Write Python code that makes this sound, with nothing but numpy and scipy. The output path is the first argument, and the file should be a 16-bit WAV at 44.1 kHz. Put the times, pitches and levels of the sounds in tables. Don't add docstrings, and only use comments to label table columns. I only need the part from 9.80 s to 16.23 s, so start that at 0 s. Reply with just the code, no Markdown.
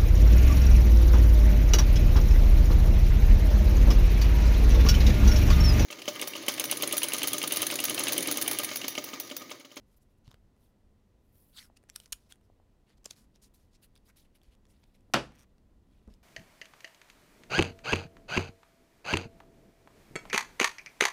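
import sys
import numpy as np
from scipy import signal
from scipy.fft import rfft, irfft, next_fast_len
from scipy.io import wavfile
from scipy.ndimage import uniform_filter1d, map_coordinates

SR = 44100
rng = np.random.default_rng(int(sys.argv[2]) if len(sys.argv) > 2 else 0)


def wav_record(signal):
    frames = np.transpose(np.atleast_2d(signal))
    bounded = np.clip(frames, -1, 1)
    quanta = np.round(bounded * 32767).astype(np.int16)
    wavfile.write(sys.argv[1], SR, quanta)


def voltage_ratio(level):
    return 10 ** (np.asarray(level, float) / 20)


N = 283547


def unit(x):
    return x / np.sqrt(np.mean(x ** 2) + 1e-20)


def top(x):
    return x / np.abs(x).max()


def sine(hz, t):
    return np.sin(2 * np.pi * hz * t)


def along(points, hz):
    f, v = np.transpose(points)
    return np.interp(np.log(hz + 1), np.log(f + 1), v)


def wobble(rate_hz):
    knots = rng.standard_normal(int(N * rate_hz / SR) + 4)
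    return map_coordinates(knots, [np.arange(N) * rate_hz / SR])


def filtered(x, response):
    m = next_fast_len(len(x) + 8192)
    return irfft(rfft(x, m) * response(np.fft.rfftfreq(m, 1 / SR)), m)[:len(x)]


def peak(f, hz, width_hz):
    return 1j * f * width_hz / (hz * hz - f * f + 1j * f * width_hz)


def band(f, lo_hz, hi_hz):
    rise = (1j * f / (lo_hz + 1j * f)) ** 2
    return rise / (1 - (f / hi_hz) ** 2 + 1.3j * f / hi_hz)


def gloss(f):
    return band(f, 6500, 12800) * peak(f, 11000, 7000) ** 2


def stroke_curves(rows, edge_s):
    t = np.arange(N) / SR
    gate = np.clip(np.minimum(t - rows[0][0], rows[-1][0] - t) / edge_s, 0, 1)
    s, *cols = np.transpose(rows)
    return gate, [np.interp(t, s, c) for c in cols]


def friction(grain_db, patchy_db):
    catches = rng.standard_normal(N) * voltage_ratio(grain_db * wobble(820))
    z = signal.stft(catches, nperseg=256)[2]
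    field = uniform_filter1d(rng.standard_normal(z.shape), 5, 0)
    field = uniform_filter1d(field, 5, 1)
    return signal.istft(z * voltage_ratio(patchy_db * unit(field)), nperseg=256)[1][:N]


def decaying(t60_points, colour, seconds):
    hz, t, z = signal.stft(rng.standard_normal(round(seconds * SR)), SR, nperseg=256)
    decay = voltage_ratio(-60 * t / along(t60_points, hz)[:, None])
    return signal.istft(z * colour(hz)[:, None] * decay, SR, nperseg=256)[1]


def add(track, s, x):
    part = track[round(s * SR):][:len(x)]
    part += x[:len(part)]


# f/Hz, density/dB per Hz
AIR_COLOUR = [(11, -30.5), (18, 0), (97, -7), (148, -18.5), (166, -16.5), (203, -10.5), (320, -18),
              (519, -22.5), (599, -24.5), (1030, -32), (1670, -37.5), (1980, -36), (2160, -40.5),
              (2560, -39), (16300, -51.5)]
# f/Hz, level/dB
HUM_TONES = [(140.0, -79), (204.6, -82), (1001, -93), (1916, -102), (2003, -101), (4000, -106)]
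AIR_DB = -65


def air():
    noise = unit(filtered(rng.standard_normal(N), lambda f: voltage_ratio(along(AIR_COLOUR, f))))
    rumble = filtered(noise, lambda f: 1 / (1 + (f / 300) ** 2))
    noise = noise + rumble * (voltage_ratio(1.0 * wobble(4.0) + 0.83 * wobble(0.37)) - 1)
    t = np.arange(N) / SR
    tones = np.zeros(N)
    for hz, db in HUM_TONES:
        level = voltage_ratio(db + 1 + 1.2 * wobble(5.6))
        tones += level * np.sin(2 * np.pi * hz * t + .8 * wobble(4.6))
    return voltage_ratio(AIR_DB) * noise + tones


# f/Hz, t60/s
ROOM_DECAY = [(200, .3), (1000, 0.32), (4000, 0.085), (12000, 0.14)]


def room(x):
    out, hop = np.zeros(N), SR // 3
    for start in range(0, N, hop):
        tail = decaying(ROOM_DECAY, np.ones_like, 0.41)
        tail = tail / np.linalg.norm(tail)
        add(out, start / SR + 0.0027, signal.fftconvolve(x[start:start + hop], tail))
    return out


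# t/s, push level/dB, push f/Hz, panel ring level/dB
BUMP_EVENTS = [(.4778, -43, 113, -51.5), (.537, -53, 107, -61), (2.324, -49.5, 42, -74),
               (.4783, -58, 740, -90), (.5425, -55, 500, -90), (2.0375, -58, 540, -90),
               (1.9, -51, 750, -90), (5.3, -54, 600, -80), (3.3105, -51, 1000, -90), (.5145, -57, 710, -88),
               (2.7, -51.5, 600, -89.5), (2.201, -56, 590, -90), (2.8, -54.5, 680, -90),
               (3.261, -42, 520, -69), (4.681, -53, 51, -60.5), (6.21, -62, 85, -55),
               (6.274, -44.5, 54.8, -39.5), (6.304, -51, 37, -46.5)]


def bumps():
    out, t = np.zeros(N), np.arange(SR // 8) / SR
    panel = sine(215, t) + .25 * sine(410, t)
    for s, push_db, hz, ring_db in BUMP_EVENTS:
        push = sine(hz, t) * hz * t * np.exp(-2.6 * hz * t) * 7
        ring = voltage_ratio(ring_db - 60 * t / 0.07) * (1 - np.exp(-t / 0.0045)) * panel
        add(out, s, voltage_ratio(push_db) * push + ring)
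    return out


# t/s, f/Hz, level/dB
SQUEAK_PATH = [(4.99, 14500, -100), (5.013, 13900, -94), (5.035, 14700, -92), (5.055, 14900, -91),
               (5.09, 14600, -93), (5.115, 14150, -96)]


def squeak():
    gate, (hz, db) = stroke_curves(SQUEAK_PATH, edge_s=0.011)
    level = voltage_ratio(db + 3 + 3.9 * wobble(60))
    return gate * level * np.sin(2 * np.pi * np.cumsum(hz + 60 * wobble(150)) / SR)


# t/s, pressure/dB
CREAK_PRESSURE = [
    (5.5, -92),
    (5.545, -80),
    (5.556, -67.5),
    (5.572, -83),
    (5.595, -64),
    (5.616, -72),
    (5.632, -68),
    (5.642, -80),
    (5.65, -90),
]
# f/Hz, width/Hz, level/dB
CREAK_MODES = [(5900, 960, 2), (8500, 1500, -7), (11640, 1200, -12)]
CREAK_TABLE_DB, TABLE_GROWS = -69.5, 0.081
SLIPS_PER_S = 140


def creak():
    gate, (plastic_db,) = stroke_curves(CREAK_PRESSURE, edge_s=0.0043)
    phase = np.cumsum(SLIPS_PER_S * voltage_ratio(1.7 * wobble(70))) / SR % 1
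    table_slips = (.4 + np.exp(-7 * phase)) * rng.standard_normal(N)
    plastic_slips = (.35 + np.exp(-4 * phase)) * rng.standard_normal(N)

    def plastic_response(f):
        return sum(voltage_ratio(db) * peak(f, hz, width) for hz, width, db in CREAK_MODES) * band(f, 3500, 14000)

    table = unit(filtered(table_slips, lambda f: band(f, 350, 2700) * band(f, 200, 4260)))
    plastic = unit(filtered(plastic_slips, plastic_response))
    table_db = CREAK_TABLE_DB + TABLE_GROWS * (plastic_db + 72)
    return gate * (voltage_ratio(table_db) * table + voltage_ratio(plastic_db) * plastic)


# t/s, peak level/dB, ring f/Hz, sheen/dB
SNAP_EVENTS = [(0.528, -60, 5520, -22), (2.088, -57, 5890, -10), (2.0927, -47.5, 1500, -12),
               (2.2642, -54.5, 2260, -19), (3.2328, -68, 5750, -25), (3.3045, -50, 5800, -22),
               (3.5583, -53.5, 5650, -15), (4.633, -61, 4550, 3), (4.853, -59, 3000, -22),
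               (5.0389, -57, 3800, -31), (5.7815, -61, 4620, -23)]
# t/s, peak level/dB, ring f/Hz
FLEX_EVENTS = [(3.254, -45, 6600), (3.2603, -38.5, 5100), (3.3111, -43, 4530), (5.5204, -56.5, 2980)]
# t/s, peak level/dB, ring f/Hz
TICK_EVENTS = [(0.1434, -65, 2000), (.4453, -64, 5860), (.4715, -58, 4500), (.4885, -62, 3700),
               (.509, -56, 5000), (.521, -71, 5500), (0.7646, -69, 9150), (0.777, -74, 2450),
               (2.0284, -71, 2390), (2.029, -66, 9500), (2.277, -64.5, 9000), (2.4631, -72, 3140),
               (2.47, -71, 3170), (2.557, -60, 10000), (2.6114, -65, 2320), (3.181, -66, 5640),
               (3.442, -71, 6140), (4.45, -67, 3000), (4.5844, -67, 2200), (4.6156, -58, 3350),
               (4.7504, -60.5, 3140), (4.867, -64, 6100), (5.15, -62, 2740), (5.1653, -71, 2080),
               (5.207, -67, 9000), (6.135, -69, 3294), (6.346, -64, 7800)]
EDGE_MS, SHEEN_MS = 0.7, 0.21
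TICK_SHEEN_DB, FLEX_SHEEN_DB = -12, -14.5
BODY_DB, BODY_GROWS, FLEX_BODY_DB = -69, 0.45, 9


def ticks():
    out, t = np.zeros(N), np.arange(1024) / SR
    u = t * 1000 / np.array([[EDGE_MS], [SHEEN_MS], [EDGE_MS]])
    edges = [(*row, 0) for row in SNAP_EVENTS]
    edges += [(*row, FLEX_SHEEN_DB, FLEX_BODY_DB) for row in FLEX_EVENTS]
    edges += [(*row, TICK_SHEEN_DB, 0) for row in TICK_EVENTS]
    for s, db, hz, sheen_db, stiff_db in edges:
        bursts = u * np.exp(-u) * rng.standard_normal((3, len(t)))
        ring = filtered(bursts[0], lambda f: (peak(f, hz, 0.22 * hz) + 0.34) * band(f, 850, 7000))
        sheen = filtered(bursts[1], gloss)
        body = filtered(bursts[2], lambda f: band(f, 280, 800))
        body_db = BODY_DB + BODY_GROWS * (db + 67.5) + stiff_db
        edge = voltage_ratio(db) * (top(ring) + voltage_ratio(sheen_db) * top(sheen))
        add(out, s, edge + voltage_ratio(body_db) * top(body))
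    return out


# t/s, peak level/dB, low f/Hz, middle f/Hz, high f/Hz
CLICK_EVENTS = [(.4785, -49, 900, 2900, 4600), (0.5143, -46.5, 1000, 3660, 6400),
                (0.5428, -48, 1500, 3000, 4700), (1.7735, -42, 3400, 4600, 7000),
                (1.786, -43, 1400, 3440, 4600), (1.7915, -44, 2200, 3300, 4600),
                (1.8272, -50.5, 1640, 2400, 5500), (1.9685, -56, 2750, 5470, 8820),
                (1.9712, -48.5, 2750, 5470, 9500), (1.9737, -55, 3100, 5800, 8820),
                (2.0382, -57.5, 1700, 2600, 9000), (2.099, -36, 2100, 5700, 7400),
                (2.159, -44, 3900, 5410, 8810), (2.1604, -28, 3800, 5480, 9000),
                (2.1614, -33, 1500, 8700, 11570), (2.2008, -38.5, 3050, 5200, 9000),
                (2.3226, -28.5, 3960, 6360, 9000), (2.3243, -30, 3900, 6800, 11500),
                (2.3262, -22.5, 4590, 6790, 11400), (2.3285, -27, 3020, 6800, 9700),
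                (2.331, -30, 2280, 5900, 12000), (2.3327, -34, 1500, 4000, 9700),
                (2.5223, -43.5, 1500, 3250, 9220), (2.5233, -38.5, 3270, 5850, 9100),
                (3.2438, -49, 3400, 6200, 7300), (3.2478, -48, 3200, 6100, 7300),
                (3.2574, -29, 5070, 6330, 7540), (3.2583, -35, 1370, 3000, 6930),
                (3.3072, -41, 3540, 4620, 6310), (3.309, -33, 3540, 6310, 8500),
                (4.1545, -55, 3300, 3820, 9000), (4.162, -52, 1490, 3730, 5150),
                (4.1763, -55, 3500, 5100, 10500), (6.2768, -57, 600, 1200, 2000),
                (6.339, -54.5, 3000, 5100, 8700)]
CLICK_LOW_DB, CLICK_HIGH_DB, CLICK_GAIN_DB = -2, -4, 1.5
CLICK_WIDTH_HZ, CLICK_FUZZ, CLICK_MS = 440, 0.37, .9


def clicks():
    out, u = np.zeros(N), np.arange(1024) * 1000 / SR / CLICK_MS
    for s, db, low_hz, mid_hz, high_hz in CLICK_EVENTS:
        release = (u == 0) + CLICK_FUZZ * np.exp(-u) * rng.standard_normal(len(u))

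        def edge(f):
            low = voltage_ratio(CLICK_LOW_DB) * peak(f, low_hz, .7 * CLICK_WIDTH_HZ)
            middle = peak(f, mid_hz, CLICK_WIDTH_HZ)
            high = voltage_ratio(CLICK_HIGH_DB) * peak(f, high_hz, 1.3 * CLICK_WIDTH_HZ)
            return (low - middle + high + .13) * band(f, 0.4 * low_hz, 13000)

        add(out, s, voltage_ratio(db + CLICK_GAIN_DB) * top(filtered(release, edge)))
    return out


# t/s, level/dB, pocket f/Hz, rim f/Hz
PULL_PATH = [
    (1.725, -77, 3700, 4660),
    (1.748, -66.5, 3800, 4630),
    (1.77, -52.5, 3680, 4600),
    (1.788, -50.5, 3440, 4550),
    (1.8, -54.5, 2110, 4660),
    (1.82, -58.5, 2000, 4750),
    (1.835, -58, 1600, 5500),
    (1.86, -66.5, 1370, 5160),
    (1.89, -86, 1250, 4700),
]
PULL_SHEEN_DB, SHEEN_GROWS = -66.5, 0.56
FLAP_HZ, PULL_GRAIN_DB = 1380, 2.4


def pull():
    gate, (level_db, pocket_hz, rim_hz) = stroke_curves(PULL_PATH, edge_s=0.0061)
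    hz, t, z = signal.stft(friction(PULL_GRAIN_DB, 3.6), SR, nperseg=256)
    hz = hz[:, None]
    at = np.minimum((t * SR).astype(int), N - 1)

    def ringing(centre_hz, share):
        return np.abs(peak(hz, centre_hz, share * centre_hz)) ** 2

    shape = ringing(pocket_hz[at], 0.16) + 0.76 * ringing(rim_hz[at], 0.08)
    shape = shape + 0.26 * ringing(FLAP_HZ, 0.17) + 0.25 * np.abs(band(hz, 1300, 7700))
    pocket = unit(signal.istft(z * shape, SR, nperseg=256)[1][:N])
    sheen = unit(filtered(friction(3.1, 3.3), gloss))
    sheen_db = PULL_SHEEN_DB + SHEEN_GROWS * (level_db + 57)
    return gate * (voltage_ratio(level_db) * pocket + voltage_ratio(sheen_db) * sheen)


# start t/s, length/ms, rub level/dB, rub f/Hz, sheen/dB
DRAG_STROKES = [(.04, 136, -81.5, 5500, 0.5), (.367, 25, -83, 7500, 0), (1.38, 165, -93, 5000, 9.5),
                (2.205, 56, -69, 4500, -4), (2.488, 36, -63, 4000, -4), (2.51, 20, -61, 3300, -14),
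                (3.167, 21, -72.5, 5800, -25.5), (3.908, 68, -69, 5500, -17), (4.243, 72, -68.5, 4700, -1),
                (4.27, 46, -64.5, 2210, -21), (4.355, 16, -75, 2900, -22.5), (4.702, 51, -71.5, 2980, -10),
                (5.03, 15, -66.5, 2960, -24), (5.29, 48, -88, 7010, 3)]
BRUSH_STROKES = [(.162, 28, -80, 6000, 12), (.203, 49, -77.5, 7500, -1), (.28, 74, -87.5, 4000, 2),
                 (.47, 94, -72.5, 1180, -30), (.76, 180, -82, 4500, 3), (1.959, 24, -66, 5100, -13),
                 (1.958, 27, -70, 2740, -30), (2.11, 150, -71, 4200, 2.5), (2.153, 17, -53, 5400, -5.5),
                 (2.322, 14, -39.5, 4900, -1), (2.62, 66, -83, 5560, -4), (3.055, 105, -71.5, 3220, -13),
                 (3.538, 42, -70.5, 4500, -12), (4.014, 55, -65, 3660, 2), (4.439, 37, -75, 3000, -7),
                 (4.542, 39, -68.5, 3480, -2), (4.879, 60, -72.5, 6500, -5), (5.138, 31, -72.5, 3840, -6),
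                 (6.19, 45, -71.5, 502, -30)]
SETTLE_STROKES = [(.438, 140, -71.5, 3780, -15), (1.51, 350, -80.5, 4600, 11.5),
                  (2.2575, 6.2, -53, 5470, -12.5), (2.524, 35, -73, 3300, -5), (2.265, 75, -80, 5990, -0.5),
                  (2.33, 250, -77, 5400, -5), (3.25, 92, -65, 4800, -11), (3.297, 62, -63.5, 4540, -6),
                  (3.35, 120, -67.5, 5570, -3.5), (3.355, 120, -73, 1100, -30), (3.615, 75, -62, 6400, -6),
                  (3.736, 50, -70, 5440, 2), (3.77, 140, -79.5, 5500, -2), (4.15, 38, -69.5, 3600, -13),
                  (4.357, 94, -66, 4450, 0), (4.62, 120, -76, 4000, -8), (4.84, 530, -81, 3500, -6.5),
                  (5.42, 120, -69, 4370, -22), (6.051, 510, -83, 3000, -9), (6.271, 53, -61, 500, -32),
                  (6.286, 97, -75.5, 4420, -14)]
DRAG_RISE, BRUSH_RISE, SETTLE_RISE = 0.69, 0.421, 0.17
STROKE_CURVE, RUB_GRAIN_DB = 1.05, 2.5
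SHINE_RISES = .1


def slides():
    out, rough, fine = np.zeros(N), friction(RUB_GRAIN_DB, 2.2), friction(3.4, 2.2)
    kinds = [(DRAG_STROKES, DRAG_RISE), (BRUSH_STROKES, BRUSH_RISE), (SETTLE_STROKES, SETTLE_RISE)]
    for rows, rise in kinds:
        for start, length_ms, db, hz, sheen_db in rows:
            u = np.arange(0, length_ms, 1000 / SR) / length_ms
            stroke = np.clip(np.minimum(u / rise, (1 - u) / (1 - rise)), 0, 1) ** STROKE_CURVE
            at = np.minimum(round(start * SR) + np.arange(len(u)), N - 1)

            def rub_response(f):
                return peak(f, hz, 1.1 * hz) ** 2 - 0.47 * band(f, .16 * hz, 0.76 * hz)

            rub = unit(filtered(rough[at], rub_response))
            sheen = unit(filtered(fine[at], lambda f: gloss(f / voltage_ratio(SHINE_RISES * sheen_db))))
            add(out, start, voltage_ratio(db) * stroke * (rub + voltage_ratio(sheen_db) * sheen))
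    return out


SWELL_CYCLES = 1.4


def ringing_modes(modes, t):
    waver = uniform_filter1d(rng.standard_normal((len(modes), len(t))), size=700, axis=1)
    out = np.zeros(len(t))
    for k, (hz, db, t60) in enumerate(modes):
        level = voltage_ratio(db - 60 * t / t60 + 3.3 * unit(waver[k]))
        swell = 1 - np.exp(-hz * t / SWELL_CYCLES)
        out += level * swell * np.sin(2 * np.pi * hz * t + k * k)
    return out


# t/s, peak level/dB, sheen/dB
SLAP_HITS = [
    (5.337, -8.5, -26),
    (5.3408, -12.5, -12.5),
]
# f/Hz, level/dB, t60/s
HOLDER_MODES = [(1147, -5, .15), (1254, -2.5, .16), (1357, 4.5, 0.1), (1507, -9, .22), (1710, -11.5, .17),
                (1910, -9, .14), (2120, -9, .12), (2470, -3, .085), (2589, -5, .08), (2853, -2, .11),
                (3060, -3, 0.083), (3200, -8, .14), (4600, -14, 0.14), (5400, -16, .1)]
# f/Hz, level/dB, t60/s
TABLE_MODES = [(170.2, -12.5, .3), (212.7, 0, .14), (301, -4, .18), (334.4, -0.5, .22), (405.7, 0, 0.17),
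               (502, -10, 0.27), (573, -2, .2), (677, -2.5, .18), (845, -1, 0.15), (889, -12, 0.15),
               (987, -4, .13), (1066, -10, .2)]
# f/Hz, density/dB per Hz
WASH_COLOUR = [(29, -37), (50, -10.5), (337, -1.5), (1180, -9.5), (1330, -6), (2270, -14), (2490, -11),
               (2880, -7), (4240, -20), (4560, -15), (7760, -29.5), (13800, -43.5), (16000, -45.5)]
# f/Hz, t60/s
WASH_DECAY = [(60, .35), (140, 0.65), (250, 0.17), (500, 0.28), (1100, 0.26), (3000, 0.22), (6000, .24),
              (10000, 0.27), (15000, .15)]
TABLE_DB, HOLDER_DB = -28, -30
BOOM_HZ, BOOM_T60_S = 133, .3
SHAKE_HZ, SHAKE_T60_S = 58, 0.61


def slap_wash(t):
    wash = decaying(WASH_DECAY, lambda f: voltage_ratio(along(WASH_COLOUR, f)), .6)[:len(t)]
    wash = filtered(wash, lambda f: 1 / (1 + 1.2 * 115 / (1j * f + 1) - (115 / (f + 1)) ** 2) ** 2)
    wash = top(wash) * (1 - np.exp(-t / 0.00055)) * (0.63 + .5 * np.exp(-t / 0.024))
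    lows = filtered(wash, lambda f: 1 / (1 + (f / 450) ** 4))
    return wash - np.exp(-t / 0.0081) * lows


def slap():
    out, t = np.zeros(N), np.arange(SR // 2) / SR
    rings = voltage_ratio(TABLE_DB) * ringing_modes(TABLE_MODES, t) + voltage_ratio(HOLDER_DB) * ringing_modes(HOLDER_MODES, t)
    add(out, SLAP_HITS[0][0] + .0004, rings)
    for s, db, sheen_db in SLAP_HITS:

        def crack_response(f):
            return band(f, 700, 3900) + 0.31 * peak(f, 5100, 2300) + voltage_ratio(sheen_db) * band(f, 9000, 12520)

        crack = filtered(voltage_ratio(-60 * t / 0.017) * rng.standard_normal(len(t)), crack_response)
        boom = voltage_ratio(-60 * t / BOOM_T60_S) * (1 - np.exp(-t / 0.011)) * sine(BOOM_HZ, t)
        add(out, s + .0004, voltage_ratio(db) * (0.69 * crack + 0.49 * slap_wash(t) + 0.26 * boom))
    out = filtered(out, lambda f: (1j * f / (70 + 1j * f)) ** 2)
    shake = voltage_ratio(-60 * t / SHAKE_T60_S) * (1 - np.exp(-t / .02)) * sine(SHAKE_HZ, t)
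    add(out, SLAP_HITS[0][0], voltage_ratio(-43.5) * shake)
    return out


def scene():
    hands = squeak() + creak() + ticks() + clicks() + pull() + slides()
    return (air() + voltage_ratio(-17.5) * room(hands) + bumps() + hands + slap())[None]


def roll_off(x):
    return signal.sosfilt(signal.butter(12, 15950, fs=SR, output="sos"), x)


TOP_HZ = 15850


def record(dry):
    mix = filtered(dry[0], lambda f: 1 / np.sqrt(1 + (f / TOP_HZ) ** 90))[None]
    return roll_off(mix)


dry = scene()
out = record(dry)
wav_record(out)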